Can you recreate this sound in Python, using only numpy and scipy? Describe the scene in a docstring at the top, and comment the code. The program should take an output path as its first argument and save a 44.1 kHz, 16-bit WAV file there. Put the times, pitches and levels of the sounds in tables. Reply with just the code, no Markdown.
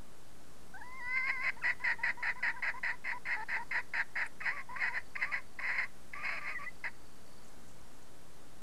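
"""A junglefowl hen cackles some metres away in a quiet forest clearing; the trees answer weakly.
First her voice box gives a thin rising whine, while a cricket starts to chirp faintly with its wings.
Pushed harder, her voice slips and breaks into a run of harsh clucks with soft notes between them.
Then come drawn-out cries that swing between a husky tone and a rasp.
Dry leaves rustle under her feet, once before the cries and again after she falls silent."""
import sys
import numpy as np
from scipy import signal
from scipy.fft import rfft, irfft, next_fast_len
from scipy.io import wavfile
from scipy.ndimage import map_coordinates

SR = 44100
rng = np.random.default_rng(int(sys.argv[2]) if len(sys.argv) > 2 else 0)


def master(y):
    """Save y as 16-bit WAV."""
    cut = np.clip(np.atleast_2d(y).T, -1, 1)
    pcm = np.round(cut * 32767)  # scale
    wavfile.write(sys.argv[1], SR, pcm.astype(np.int16))


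N = 380141
MARGIN_S = .02  # room before and after each call for its fades

# Harsh clucks, in the run and at the head of most cries: start_s, length_s, pitch_hz, level_db, swell_db
CLUCKS = [(1.637, 0.089, 501, -31.5, 2.5), (1.84, 0.097, 493.3, -31, 3), (2.034, .084, 491.6, -32, 1.5),
          (2.227, 0.094, 474.4, -32.5, 5), (2.427, 0.089, 486, -32.5, 1.5), (2.624, 0.089, 484.4, -33, 3.5),
          (2.832, 0.095, 483, -35, 0.5), (3.042, 0.098, 524, -37, 5.5), (3.254, 0.11, 508, -34, 6.5),
          (3.486, 0.1, 489, -34, 6.5), (3.711, 0.094, 484, -33, 5), (3.937, .091, 474.3, -33, 3),
          (4.156, 0.09, 481, -33.5, 3.5), (4.24, 0.034, 449.4, -44, 3), (4.404, 0.019, 514, -39, 8),
          (4.76, 0.014, 511, -39.5, 2), (5.153, 0.018, 520, -38.5, 4.5), (5.589, 0.016, 497, -38, 4),
          (6.132, 0.012, 507, -40, 6), (6.841, 0.051, 480.6, -39.5, -2.5)]


def clucks(sag=0.046, droop=0.031, usual_hz=494, peak_share=0.72, closing_db=-6.5):
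    """Each cluck starts abruptly, swells, then darkens as the beak shuts; the run grows rougher."""
    out = np.zeros(N)
    for start, length, pitch_hz, db, swell_db in CLUCKS:
        t = clock(length)
        n, progress = len(t), np.clip(t / length, 0, 1)
        bend = sag * (.5 - np.sin(np.pi * progress)) + droop * (.5 - progress)
        pitch = pitch_hz * (1 + bend + 0.0316 * wobble(n, 90.7))
        source = rasp(pitch, scatter=min(.06 + .02 * (start - CLUCKS[0][0]), .105))
        centre_hz = THROAT_HZ * (pitch_hz / usual_hz) ** 0.36  # the throat partly follows the pitch
        shut = progress ** 4
        voice = (1 - shut) * throat(source, centre_hz) + shut * throat(source, centre_hz * 0.912)
        voice = unit(voice * amp(wobble(n, 196.3)))  # flutters by about 1 dB
        closing = np.clip((progress - peak_share) / (1 - peak_share), 0, 1)
        level_db = db - swell_db * np.clip(1 - progress / peak_share, 0, 1) + closing_db * closing ** 2
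        add(out, start - MARGIN_S, voice * amp(level_db) * fade(t, length, .005, 0.46 * length))
    return out


# Tone of the hard-pushed voice box, strongest where it locks to the windpipe: frequency_hz, gain_db
RASP_TONE = [(500, -25), (930, -11), (1300, -9.5), (1550, -20.5), (1870, 0.5), (2060, 3.5), (2450, -8.5),
             (3000, -13.5), (4500, -18), (8000, -41)]


def rasp(pitch, scatter, noise_db=-8.5):
    """Pushed hard, the voice box slips every few milliseconds, smearing its harmonics into a rasp."""
    n = len(pitch)
    cycles = np.cumsum(pitch) / SR
    jumps, swing = slips(n, per_s=1900 * max(scatter, .01))
    disorder = jumps + np.cumsum(pitch * scatter * wobble(n, 1500)) / SR
    tone = np.zeros(n)
    for k in range(1, 17):
        share = 0.607 if k <= 2 else 1  # the lowest two stay steadier, so the call keeps a pitch
        phase = 2 * np.pi * (k * (cycles + disorder * share) + rng.random())
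        tone += amp(look_up(RASP_TONE, k * pitch)) * np.sin(phase)
    return unit(tone * swing) + amp(noise_db) * rng.standard_normal(n)


def slips(n, per_s, jump_cycles=.17, dip=.95, width_s=.0026):
    """At each sudden slip, the vibration of the voice box jumps out of step and briefly collapses."""
    gaps = np.exp(.5 * rng.standard_normal(int(n * per_s / SR) * 2 + 4))
    at = (np.cumsum(gaps) * SR / per_s).astype(int)
    marks = (np.bincount(at[at < n], minlength=n) > 0) * 1.
    bump = np.hanning(int(width_s * SR))
    kicks = np.convolve(marks * jump_cycles * rng.standard_normal(n), bump / bump.sum(), "same")
    swing = np.clip(1 - dip * np.convolve(marks, bump, "same"), 0, 1)
    return np.cumsum(kicks), swing


# How the windpipe and beak shape the voice when tuned to THROAT_HZ: frequency_hz, gain_db
THROAT_TONE = [(300, -49), (620, 4.5), (950, -1), (1230, -4), (1600, 4), (1980, 3), (2600, -2.5),
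               (3170, -16), (3850, -23.5), (4120, -2), (4530, -13.5), (5150, -6), (5550, -26.5),
               (7600, -12), (10000, -45)]
THROAT_HZ = 1980


def throat(x, centre_hz=THROAT_HZ):
    """The throat rings at several frequencies, which move together as the beak opens."""
    return filtered(x, lambda hz: amp(look_up(THROAT_TONE, hz * THROAT_HZ / centre_hz)))


# Drawn-out cries, one list of points for each: time_s, pitch_hz, level_db
CRY_CURVES = [
    [(4.42, 618, -52), (4.454, 651, -35), (4.472, 475, -33), (4.484, 452, -33), (4.54, 568.5, -47),
     (4.586, 563, -43), (4.598, 536, -42), (4.618, 530, -46.5)],
    [(4.69, 479, -53), (4.756, 506, -52), (4.766, 556.5, -51.5), (4.81, 599.4, -37.5), (4.83, 452, -31.5),
     (4.86, 455, -35.5), (4.884, 517, -34.5), (4.912, 488, -51), (4.964, 493, -35.5), (4.978, 457, -33),
     (4.996, 470, -41.5)],
    [(5.174, 563, -50), (5.21, 618, -42), (5.23, 502.5, -30.5), (5.242, 510.4, -36.5), (5.266, 575.4, -44),
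     (5.312, 600, -53), (5.322, 608.5, -37), (5.34, 524, -34.5), (5.378, 583, -40.5), (5.4, 505, -47)],
    [(5.606, 531.7, -48), (5.638, 540.4, -37.5), (5.7, 467, -34), (5.724, 484, -34), (5.738, 528.5, -39),
     (5.78, 548, -37), (5.788, 523.2, -33.5), (5.836, 502, -36.5), (5.858, 554, -46)],
    [(6.15, 566.4, -47), (6.228, 609, -47), (6.248, 633, -35), (6.296, 608.8, -35.5), (6.31, 663, -39),
     (6.354, 669, -38.5), (6.378, 606, -39.5), (6.4, 614.4, -43.5)],
    [(6.41, 578.5, -45), (6.436, 598, -47), (6.446, 565, -45.5), (6.486, 603, -37), (6.496, 620, -36.5),
     (6.552, 605.5, -50)],
    [(6.588, 594, -50.5), (6.644, 583, -46), (6.657, 620, -49)],
]


def cries(break_db=-44.5, break_width_db=5.5, locked_hz=500, ring_hz=2130, ring_width_hz=67):
    """When the hen pushes harder, a husky tone breaks into a rasp pulled toward the windpipe's pitch."""
    out = np.zeros(N)
    windpipe_ring = lambda hz: amp(0.5 / (1 + ((hz - ring_hz) / ring_width_hz) ** 2))
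    for curve in CRY_CURVES:
        start, length, t, pitch, db = follow(curve)
        husky = soft_voice(pitch, -46 + look_up(THROAT_TONE, 2 * pitch), db - 2, hoarse=0.372)
        source = rasp(locked_hz * (pitch / locked_hz) ** .4, scatter=.095)
        harsh = filtered(throat(source, centre_hz=1975), windpipe_ring)
        harsh = amp(db + 0.35) * unit(harsh * amp(1.45 * wobble(len(t), 131)))
        voice = crack(husky, harsh, (db - break_db) / break_width_db)
        add(out, start - MARGIN_S, voice * fade(t, length, 0.0035, 0.042))
    return out


# Points along the opening whine: time_s, pitch_hz, level_db
WHINE_CURVE = [(0.74, 375, -45.5), (0.764, 385, -45.5), (0.794, 497, -68), (0.818, 409.4, -44),
               (0.836, 484, -54.5), (0.886, 499, -54.5), (0.988, 531, -48.5), (1.012, 480, -44),
               (1.174, 523, -29.5), (1.22, 510, -35), (1.282, 546, -32), (1.3, 504, -30.5),
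               (1.326, 551, -36.5), (1.35, 522, -39), (1.396, 500.7, -40), (1.44, 550, -35),
               (1.498, 513, -34.5), (1.51, 500, -39.5)]


def whine(waver=0.00384, strain=0.036, flutter_db=2, odd_join_s=1.04, break_width_db=1.7):
    """A long clear note swells, grows unsteady and cracks ever more easily."""
    out = np.zeros(N)
    start, length, t, pitch, db = follow(WHINE_CURVE)
    n, late = len(t), np.clip(t / length, 0, 1) ** 2
    shaky_pitch = pitch * (1 + waver * wobble(n, 150) + strain * late ** 2 * wobble(n, 1000))
    second_db = -50 + 0.21 * (db - db.max()) + flutter_db * np.sqrt(late) * wobble(n, 220)
    upper_db = db - 2 + flutter_db * late * wobble(n, 220)
    # the note sounds an octave higher until the odd harmonics join
    odd_gain = np.clip((start + t - odd_join_s) / 0.062 + .5, 0, 1)
    clear = clear_voice(shaky_pitch, second_db, upper_db, odd_gain)
    # the nearly shut beak cuts both treble and bass
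    clear = filtered(clear, lambda hz: 1 / (1 + (hz / 5250) ** 20) / (1 + (680 / (hz + 1)) ** 10))
    harsh = amp(db + 2.3) * unit(throat(rasp(pitch, scatter=0.077)))
    break_db = -37.5 + 29.5 * (length - t)
    voice = crack(clear, harsh, (db - break_db) / break_width_db) * amp(0.8 * wobble(n, 121.5))
    add(out, start - MARGIN_S, voice * fade(t, length - .005, .005, 0.0064))
    return out


def crack(clear, harsh, excess):
    """Pushed past its limit (excess above 0), the clear voice gives way to the rasp."""
    share = .5 + .5 * np.tanh(excess)
    return np.sqrt(1 - share) * clear + np.sqrt(share) * harsh


# Soft notes between the clucks: start_s, length_s, final_pitch_hz, level_db, upper_boost_db
SOFT_NOTES = [(1.566, 0.04, 494, -57, -2), (1.799, 0.033, 508, -53, 1.5), (1.986, 0.065, 483, -51, -3),
              (2.173, 0.051, 510.4, -50, -5.5), (2.357, 0.045, 507, -51.5, -3),
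              (2.538, .066, 505, -52.5, -4), (2.739, 0.053, 512, -48, -4.5),
              (2.916, 0.038, 499.3, -54.5, 3.5), (3.126, 0.055, 495, -46, -9),
              (3.365, 0.074, 457, -45.5, 0.5), (3.564, 0.07, 468, -46, -4), (3.754, 0.056, 504.5, -47, 0.5)]


def soft_notes(climb=0.0837, tail_s=0.028, tail_db=-27, edge_s=0.0044):
    """The relaxed voice makes soft rising notes between the clucks and a short one as each cluck ends."""
    out = np.zeros(N)
    tails = [(start + length - tail_s / 2, tail_s, hz, db + tail_db, 0)
             for start, length, hz, db, _ in CLUCKS]
    for start, length, final_hz, db, upper_boost_db in SOFT_NOTES + tails:
        t = clock(length)
        risen = np.sin(np.pi / 2 * np.clip(t / length, 0, 1))
        pitch = final_hz * (1 - climb * (1 - risen))
        voice = soft_voice(pitch, db, db + upper_boost_db, hoarse=0.36)
        add(out, start - MARGIN_S, voice * fade(t, length, edge_s, edge_s))
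    return out


def soft_voice(pitch, second_db, upper_db, hoarse):
    """Gentle breath gives a clear voice; hoarseness (0 to 1) turns its upper part to a husky sputter."""
    n = len(pitch)
    pitch = pitch * (1 + 0.0189 * wobble(n, 85.7) + 0.091 * hoarse * wobble(n, 1495))
    upper_db = upper_db + 2.5 * np.sqrt(hoarse) * wobble(n, 211)
    second_db = second_db + 0.9 * wobble(n, 69.4)
    clear_db = upper_db + 10 * np.log10(1 - hoarse + 1e-3)
    tone = clear_voice(pitch, second_db, clear_db, odd_gain=2 * np.tanh(2 * hoarse))
    husk = filtered(throat(rng.standard_normal(n)), lambda hz: amp(look_up(RASP_TONE, hz) / 2))
    return tone + hoarse * amp(upper_db - 2) * unit(husk)


# Harmonics (whole multiples of the pitch) of the clear voice: multiple, gain_db
HARMONICS = [(1, -13.5), (3, -12.5), (4, -1.5), (5, -31), (6, -38), (8, -33), (9, -34), (10, -30.5)]


def clear_voice(pitch, second_db, upper_db, odd_gain):
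    """An even vibration gives a second harmonic, plus a group of others around the fourth."""
    phase = 2 * np.pi * np.cumsum(pitch) / SR
    group = sum(amp(db) * np.sin(k * phase) * (odd_gain if k % 2 else 1) for k, db in HARMONICS)
    return np.sqrt(2) * (amp(second_db) * np.sin(2 * phase) + amp(upper_db) * group)


# Tiny squeaks of the voice: start_s, length_s, first_hz, last_hz, level_db
SQUEAK_GLIDES = [(1.617, 0.0187, 1650, 1190, -48), (1.625, 0.011, 2700, 2470, -47.5),
                 (1.83, 0.013, 1760, 1500, -49), (2.404, 0.017, 1580, 1480, -53),
                 (2.563, 0.018, 1600, 1520, -50), (6.548, 0.036, 2000, 1885, -40.5),
                 (6.661, 0.03, 1930, 2030, -41.5)]


def squeaks(wander=.02, edge_s=0.014):
    """At the edge of a call the voice can narrow to one gliding tone."""
    out = np.zeros(N)
    for start, length, first_hz, last_hz, db in SQUEAK_GLIDES:
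        t = clock(length)
        hz = np.interp(t, [0, length], [first_hz, last_hz]) * (1 + wander * wobble(len(t), 295))
        tone = np.sqrt(2) * np.sin(2 * np.pi * np.cumsum(hz) / SR)
        add(out, start - MARGIN_S, amp(db) * tone * fade(t, length, edge_s, edge_s))
    return out


# What the way from hen to listener adds to all her call levels: frequency_hz, gain_db
PATH_TONE = [(550, -2.5), (690, 3), (770, 2), (1000, 1.5), (1500, 1.5), (2200, 1), (2320, -4), (2560, 3.5),
             (2700, -2.5), (2810, -4.5), (2920, 5), (3100, -3), (4050, 1.5), (4200, 1.5), (4350, 4),
             (4520, 1), (4650, 6), (5200, 6), (6000, 0.5)]


def forest_path(x):
    """Passing over the ground and between trunks lifts some frequencies and weakens others."""
    return filtered(x, lambda hz: amp(look_up(PATH_TONE, hz)))


# How long the echo of the trees takes to fade by 60 dB: frequency_hz, fade_s
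ECHO_TIMES = [(500, 0.098), (2000, 0.28), (8000, 0.089)]


def tree_echo(x, echo_db=-24):
    """Trunks and leaves scatter back a short, weak echo."""
    hz, t, noise = signal.stft(rng.standard_normal(SR // 2), SR, nperseg=256)
    decay = amp(-60 * t / look_up(ECHO_TIMES, hz)[:, None])
    tail = signal.istft(noise * decay, SR, nperseg=256)[1]
    return amp(echo_db) * signal.fftconvolve(x, tail / np.linalg.norm(tail))[:N]


# Spells of cricket chirping: start_s, end_s, level_db
CHIRP_SPELLS = [(0.761, 1.75, -69.5), (3.307, 4.0, -71), (4.895, 5.75, -67), (6.373, 7.46, -67.5)]


def cricket(top_hz=4680, drop_hz=260, stroke_s=0.01, spacing_s=.015, period_s=.0522):
    """Each chirp is a pair of wing strokes that fall in pitch."""
    out = np.zeros(N)
    progress = np.linspace(0, 1, int(stroke_s * SR))
    stroke = np.sin(np.pi * progress) * np.sin(2 * np.pi * np.cumsum(top_hz - drop_hz * progress) / SR)
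    for start, end, db in CHIRP_SPELLS:
        for chirp_s in np.arange(start, end, period_s):
            for delay in (0, spacing_s):
                add(out, chirp_s + delay, np.sqrt(2) * amp(db + rng.normal(0, 2.0)) * stroke)
    return out


# The hen's steps in dry leaves: start_s, length_s, level_db, centre_hz
FOOTSTEPS = [(4.262, .009, -57, 8800), (4.275, 0.0026, -56, 8800), (7.423, 0.069, -72, 6540),
             (7.478, 0.018, -66, 7500), (7.658, .1, -72, 7000), (7.812, 0.0066, -68, 5500),
             (7.908, .08, -73, 7000), (8.018, .02, -69, 7000)]


def leaves(grain_db=4, width_octaves=0.22):
    """Each step crushes dry leaves into a short grainy crackle."""
    out = np.zeros(N)
    for start, length, db, centre_hz in FOOTSTEPS:
        n = int(length * SR)
        crackle = rng.standard_normal(n) * amp(grain_db * wobble(n, 700)) * np.hanning(n) ** .5
        band = lambda hz: np.exp(-.5 * (np.log2((hz + 1) / centre_hz) / width_octaves) ** 2)
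        add(out, start, amp(db) * unit(filtered(crackle, band)))
    return out


# Tone of the background hush: frequency_hz, gain_db
HUSH_TONE = [(12, -38), (20, -5.5), (22, -28.5), (33, -18.5), (70, -22.5), (103, -24), (140, -22),
             (165, -22.5), (424, -27.5), (740, -30.5), (1400, -33.5), (2510, -40.5), (8520, -42.5),
             (11900, -46.5), (15300, -58)]


def air(level_db=-57.5, drift_db=0.3):
    """The steady hush of the clearing and the hiss of the microphone."""
    hush = unit(filtered(rng.standard_normal(N), lambda hz: amp(look_up(HUSH_TONE, hz))))
    return amp(level_db - drift_db * wobble(N, 3.0)) * hush


def amp(db):
    """Turn decibels into a gain."""
    return 10 ** (np.asarray(db) / 20)


def unit(x):
    """Scale a sound to an average power of 1."""
    return x / np.sqrt(np.mean(x ** 2) + 1e-20)


def look_up(table, hz):
    """Read between the rows of a (frequency_hz, value) table, with octaves evenly spaced."""
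    frequencies, values = np.transpose(table)
    return np.interp(np.log(hz + 1), np.log(frequencies + 1), values)


def wobble(n, per_s):
    """A smooth curve of n samples through per_s random points a second."""
    return map_coordinates(rng.standard_normal(int(n * per_s / SR) + 4), [np.arange(n) * per_s / SR])


def filtered(x, gain):
    """Turn each frequency in x up or down by gain(hz)."""
    size = next_fast_len(len(x) + SR // 10)
    return irfft(rfft(x, size) * gain(np.fft.rfftfreq(size, 1 / SR)), size)[:len(x)]


def add(track, start_s, x):
    """Mix x into the track at start_s."""
    part = track[round(start_s * SR):][:len(x)]
    part += x[:len(part)]


def fade(t, length, rise_s, fall_s):
    """Fade in around time 0 and out around length."""
    opening = np.clip(t / rise_s + .5, 0, 1)
    closing = np.clip((length - t) / fall_s + .5, 0, 1)
    return np.sin(np.pi / 2 * opening * closing) ** 2


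def clock(length):
    """Seconds since the start of a call, with a margin at both ends."""
    return np.arange(int((length + 2 * MARGIN_S) * SR)) / SR - MARGIN_S


def follow(curve):
    """Join the points of a long call; gives its start, length, clock, pitch and level."""
    times, pitch, db = np.transpose(curve)
    start, length = times[0], times[-1] - times[0]
    t = clock(length)
    return start, length, t, np.interp(t + start, times, pitch), np.interp(t + start, times, db)


def scene():
    """The hen and her surroundings, in one channel."""
    hen = forest_path(whine() + clucks() + soft_notes() + cries() + squeaks())
    return (hen + tree_echo(hen) + cricket() + leaves() + air())[None]


def record(dry):
    """The recorder cuts the highest treble and shifts the wave slightly off zero."""
    top_hz, offset = 15450, -.011
    return np.array([filtered(x, lambda hz: hz < top_hz) for x in dry]) + offset


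dry = scene()
out = record(dry)
master(out)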